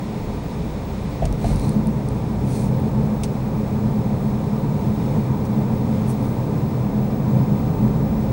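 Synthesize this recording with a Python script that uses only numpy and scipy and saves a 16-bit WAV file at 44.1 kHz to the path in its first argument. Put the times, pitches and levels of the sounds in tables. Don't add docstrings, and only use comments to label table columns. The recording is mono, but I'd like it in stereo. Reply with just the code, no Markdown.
import sys
import numpy as np
from scipy import signal
from scipy.fft import rfft, irfft
from scipy.io import wavfile
from scipy.ndimage import uniform_filter1d

SR = 44100
rng = np.random.default_rng(int(sys.argv[2]) if len(sys.argv) > 2 else 0)


def digitize_waveform(pressure):
    field = np.atleast_2d(pressure).T
    bounded = np.clip(field, -1, 1)
    quanta = np.round(bounded * 32767).astype(np.int16)
    wavfile.write(sys.argv[1], SR, quanta)


N = 366912
TIME, HZ = np.arange(N) / SR, np.fft.rfftfreq(N, 1 / SR)
FRONT_CROSSES_S, REAR_CROSSES_S = 1.19, 1.414


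def rumble(smooth_db=-27.5, coarse_extra_db=6.5, smooth_share=0.44, swell_db=1.0):
    # frequency in Hz, level in dB per Hz.
    rumble_colour = [(30, -38), (65, -14), (90, -6), (108, -5.5), (160, -1.5), (190, -1.5), (250, -7.5),
                     (300, -10.5), (350, -17), (600, -47), (2000, -95)]
    # frequency in Hz, width in Hz, lift in dB.
    booms = [(93.2, 10, 6.5), (127.4, 19.4, 11.5), (150.5, 17, 5), (212.6, 15.3, 12.5)]
    coarse = coarseness()
    colour_db, boom_db = read(rumble_colour), resonances(booms)
    on_smooth = noise(colour_db + smooth_share * boom_db)
    on_coarse = noise(colour_db + boom_db)
    shake = np.sqrt(1 - coarse) * on_smooth + np.sqrt(coarse) * on_coarse
    level_db = smooth_db + coarse_extra_db * coarse + level_changes_db() + swell_db * wander(rate_hz=5.2)
    return amp(level_db) * steadied(shake, span_s=0.16)


def joint(thud_rise_s=0.024, slap_rise_s=0.0055, slap_t60_s=0.12):
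    # start in seconds, thud level in dB, slap level in dB.
    blows = [(1.219, -11.5, -15.5), (1.439, -14.5, -18), (1.502, -15.5, -25)]
    # frequency in Hz, level in dB added to the thud, time to fade by 60 dB in seconds.
    body = [(35, -9, .55), (45.3, 5, 0.32), (57.3, 1, 0.24), (89.4, -3, 0.47), (124.2, -1, 0.28)]
    # frequency in Hz, level in dB per Hz.
    slap_colour = [(150, -17), (420, 3), (520, 2), (660, 14.5), (820, -1), (1100, -22), (1600, -11),
                   (2400, -14), (4000, -27), (9000, -45)]
    thud, slap_envelope = np.zeros(N), np.zeros(N)
    for s, thud_db, slap_db in blows:
        for hz, mode_db, t60_s in body:
            swing = np.sin(2 * np.pi * hz * (TIME - s))
            thud += amp(thud_db + mode_db) * blow(s, thud_rise_s, t60_s) * swing
        slap_envelope += amp(slap_db) * blow(s, slap_rise_s, slap_t60_s)
    return thud + slap_envelope * steadied(noise(read(slap_colour)), span_s=0.018)


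def tyres():
    # frequency in Hz, width in Hz, lift in dB.
    panels = [(419, 64, 5.5), (531, 29, 4.5), (767, 24, 3.5), (891, 24, 5.5), (960, 42, 3.5),
              (1206, 53, 4.5), (5350, 180, 5), (6500, 150, 5)]
    coarse, panels_db = coarseness(), resonances(panels)
    return tread_roar(coarse, panels_db) + water_hiss(coarse, panels_db)


def tread_roar(coarse, panels_db, smooth_db=-32.5, coarse_extra_db=1.72, db_per_s=0.1854, follow_share=0.34):
    # frequency in Hz, level in dB per Hz.
    roar_colour = [(150, -17), (290, -0.5), (350, -6.5), (480, -3.5), (590, -7.5), (800, -9), (980, -10),
                   (1100, -14.5), (1250, -18), (1450, -22.5), (2200, -28.5), (6000, -86)]
    level_db = smooth_db + coarse_extra_db * coarse + db_per_s * TIME + follow_share * level_changes_db()
    return amp(level_db) * noise(read(roar_colour) + panels_db)


def water_hiss(coarse, panels_db, spray_db=-43, coarse_extra_db=-2.45, fizz_db=-54.0, patchy_db=0.36):
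    # frequency in Hz, level in dB per Hz.
    spray_colour = [(600, -13), (1400, -0.5), (1700, -1.5), (2400, 1.5), (2750, -4), (3100, -6), (3600, -3),
                    (4200, -5.5), (4900, -9), (5400, -10), (7200, -15), (10000, -25), (16000, -45)]
    fizz_colour = [(2000, -13), (4500, -3.5), (6500, -2.5), (7200, -2), (8500, 1), (9300, -0.5),
                   (10300, -7), (12500, -8.5), (14900, -10), (15600, -7), (16000, -29)]
    # middle in seconds, length in seconds, lift in dB.
    puddles = [(1.5, 0.24, 4), (5.05, .6, 1.6), (6.05, 0.61, 1.8)]
    puddles_db = sum(db * swell(s, length) for s, length, db in puddles)
    wetness_db = puddles_db + patchy_db * wander(rate_hz=9)
    spray = amp(spray_db + coarse_extra_db * coarse) * noise(read(spray_colour) + panels_db)
    fizz = amp(fizz_db) * noise(read(fizz_colour) + panels_db)
    return amp(wetness_db) * (spray + fizz)


def engine(second_db=-7, waver=0.0078, throb_db=3.5):
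    # time in seconds, firing rate in Hz, level in dB.
    engine_path = [(0, 59, -34), (1.2, 58.6, -37), (3.2, 61.7, -36), (3.8, 54, -42), (5.5, 44.96, -41),
                   (7, 46, -42), (8.32, 46.4, -39)]
    s, firing_hz, path_db = np.transpose(engine_path)
    hz = np.interp(TIME, s, firing_hz) * (1 + waver * wander(rate_hz=1.9))
    level_db = np.interp(TIME, s, path_db) + throb_db * wander(rate_hz=5.4)
    turn = 2 * np.pi * np.cumsum(hz) / SR
    hum = np.sin(turn) + amp(second_db) * np.sin(2 * turn)
    return np.sqrt(2) * amp(level_db) * hum


def heave(start_db=-33.8, db_per_s=-0.57, paint_extra_db=9, paint_from_s=7.88):
    # frequency in Hz, level in dB per Hz.
    heave_colour = [(8, -40), (23, -28), (31, -3), (45, -12.5), (62, -7.5), (80, -7), (130, -32),
                    (400, -78)]
    on_paint = TIME > paint_from_s
    level_db = start_db + db_per_s * TIME + paint_extra_db * on_paint
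    return amp(level_db) * steadied(noise(read(heave_colour)), span_s=0.52)


def trim(tick_t60_s=0.0065, tick_right_db=9, snap_right_db=1):
    # start in seconds, level in dB.
    tick_times = [(1.326, -23), (1.56, -26), (1.5964, -25), (1.6932, -22), (1.871, -26.5), (2.0874, -26.5),
                  (2.8006, -37)]
    # start in seconds, level in dB, time to fade by 60 dB in seconds.
    snap_times = [(1.253, -25.5, 0.028), (3.234, -24, 0.068), (5.4511, -43, 0.089)]
    # frequency in Hz, level in dB per Hz.
    tick_colour = [(2000, -23), (4500, -8), (6200, -12), (7600, -21), (9300, 2), (10500, -16), (12500, -19),
                   (16000, -28)]
    snap_colour = [(1300, -25), (2200, 6.5), (4000, 5), (6200, 9.5), (7200, 2.5), (8700, 8.5), (10500, -1),
                   (13000, -13), (16000, -3)]
    tick_envelope = sum(amp(db) * blow(s, 0.00041, tick_t60_s) for s, db in tick_times)
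    snap_envelope = sum(amp(db) * blow(s, 0.00055, t60_s) for s, db, t60_s in snap_times)
    ticks = tick_envelope * steadied(noise(read(tick_colour)), span_s=0.002)
    snaps = snap_envelope * noise(read(snap_colour))
    return ticks * rightward(tick_right_db) + snaps * rightward(snap_right_db)


def brushing(rasp_hz=4000, rasp_width_hz=860, grain_db=1.5, right_db=3.0, level_db=-3):
    # middle in seconds, length in seconds, level in dB before level_db is added,
    # sharpness as treble lift in dB per octave, lift of the rasp in dB.
    stroke_table = [(1.485, 0.24, -36.5, -4, 2), (1.64, 0.4, -39, -4, 3), (2.572, 0.34, -37.5, -1.5, -4),
                    (4.23, .25, -55, 9, 0), (6.103, 0.092, -38, 8, 2), (6.27, 0.33, -51, 4, 0)]
    # frequency in Hz, level in dB per Hz before sharpness and rasp.
    brush_colour = [(1200, -22), (2400, 0), (3100, -10.5), (4200, 2.5), (4900, -5), (5800, 0), (7500, -3.5),
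                    (8800, 4), (10500, -5.5), (13000, -11), (16000, -24)]
    strokes = np.zeros((2, N))
    for s, length, db, sharpness, rasp_db in stroke_table:
        rasp = resonances([(rasp_hz, rasp_width_hz, rasp_db)])
        colour_db = read(brush_colour) + sharpness * np.log2(HZ + 1) + rasp
        strokes += amp(db) * swell(s, length) * noise(colour_db)
    grain = amp(level_db + grain_db * wander(rate_hz=270))
    return strokes * grain * rightward(right_db)


def whine(main_hz=15634, start_db=-64, db_per_s=1.1, right_db=22, flutter_db=-57.5, fast_share=0.65):
    flutter = np.array([wander(rate_hz=18) + 1j * wander(rate_hz=20) + fast_share * wander(rate_hz=110)
                        for _ in range(2)])
    steady = amp(start_db + db_per_s * TIME) * rightward(right_db)
    size = steady + amp(flutter_db) * flutter / 2
    main = np.sqrt(2) * (size * np.exp(2j * np.pi * main_hz * TIME)).real
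    faint = amp(-77) * np.sin(2 * np.pi * 14316 * TIME) * rightward(7)
    return main + faint


def coarseness(front_share=0.49, build_s=0.075):
    front = np.clip((TIME - FRONT_CROSSES_S) / build_s, 0, 1)
    rear = np.clip((TIME - REAR_CROSSES_S) / build_s, 0, 1)
    return np.clip(front_share * front + (1 - front_share) * rear, 0, 1)


def level_changes_db(rougher_db_per_s=0.1548):
    # middle in seconds, length in seconds, lift in dB.
    rises_and_dips = [(1.77, 0.38, 2.5), (2.297, 0.82, -1.5), (2.96, 0.7, 2), (5.173, 0.086, 5.5),
                      (5.299, 0.059, 4.5), (5.565, 0.24, 3), (6.4, 1, -1.5), (7.36, 0.26, 3.5),
                      (7.85, 0.15, 3.5)]
    worsening_db = rougher_db_per_s * np.maximum(TIME - REAR_CROSSES_S, 0)
    return worsening_db + sum(db * swell(s, length) for s, length, db in rises_and_dips)


def noise(colour_db, left_lead_s=0.00013):
    # frequency in Hz, coherence (1 means identical).
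    likeness = [(60, 0.96), (130, 1), (290, 0.96), (640, 0.71), (1000, 0.39), (1410, -0.016), (3100, -0.19),
                (6820, 0.11), (15000, -0.23)]
    # frequency in Hz, level difference in dB.
    left_over_right = [(60, -0.6), (200, -0.5), (400, -1.4), (700, -1), (2400, -1.5), (4400, -.5),
                       (8000, 0.5), (9200, -4.5), (12000, -1)]
    a, b = rfft(rng.standard_normal((2, N)))
    same = np.clip(read(likeness), -1, 1)
    lean = amp(read(left_over_right) / 2)
    mid, side = a * np.sqrt(1 + same), b * np.sqrt(1 - same)
    late = np.exp(-2j * np.pi * HZ * left_lead_s / (1 + (HZ / 400) ** 2))
    both = np.array([(mid + side) * lean, (mid - side) * late / lean])
    return evened(irfft(both * amp(colour_db), N))


def resonances(modes):
    power = sum((amp(db) ** 2 - 1) / (1 + (2 * (HZ - hz) / width) ** 2) ** 1.78 for hz, width, db in modes)
    return 10 * np.log10(np.maximum(1 + power, 1e-3))


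def blow(s, rise_s, t60_s):
    age = np.maximum(TIME - s, 0)
    fade = np.exp(-np.minimum(np.log(1000) * age / t60_s, 50))
    return (1 - np.exp(-age / rise_s)) * fade


def swell(s, length):
    return np.cos(np.pi * np.clip((TIME - s) / length, -0.5, 0.5)) ** 2


def wander(rate_hz):
    return evened(irfft(rfft(rng.standard_normal(N)) * np.exp(-(HZ / rate_hz) ** 2), N))


def steadied(x, span_s):
    power = uniform_filter1d((x ** 2).mean(0), max(int(span_s * SR), 1))
    return x / np.sqrt(abs(power) + 1e-12)


def rightward(db):
    return amp(np.array([[-db], [db]]) / 2)


def read(points):
    f, value = np.transpose(points)
    return np.interp(np.log(HZ + 1), np.log(f), value)


def evened(x):
    return x / np.sqrt(np.mean(x ** 2) + 1e-20)


def amp(db):
    return 10 ** (np.asarray(db) / 20)


def scene():
    return rumble() + joint() + tyres() + engine() + heave() + trim() + brushing() + whine()


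def record(dry, low_cut_hz=27, edge_hz=16100):
    bass_cut = signal.butter(6, low_cut_hz, "highpass", fs=SR, output="sos")
    thinned = signal.sosfilt(bass_cut, dry)
    treble_cut = signal.firwin(1023, edge_hz, window=("kaiser", 9), fs=SR)
    return signal.oaconvolve(thinned, treble_cut[None], "same", axes=1)


dry = scene()
out = record(dry)
digitize_waveform(out)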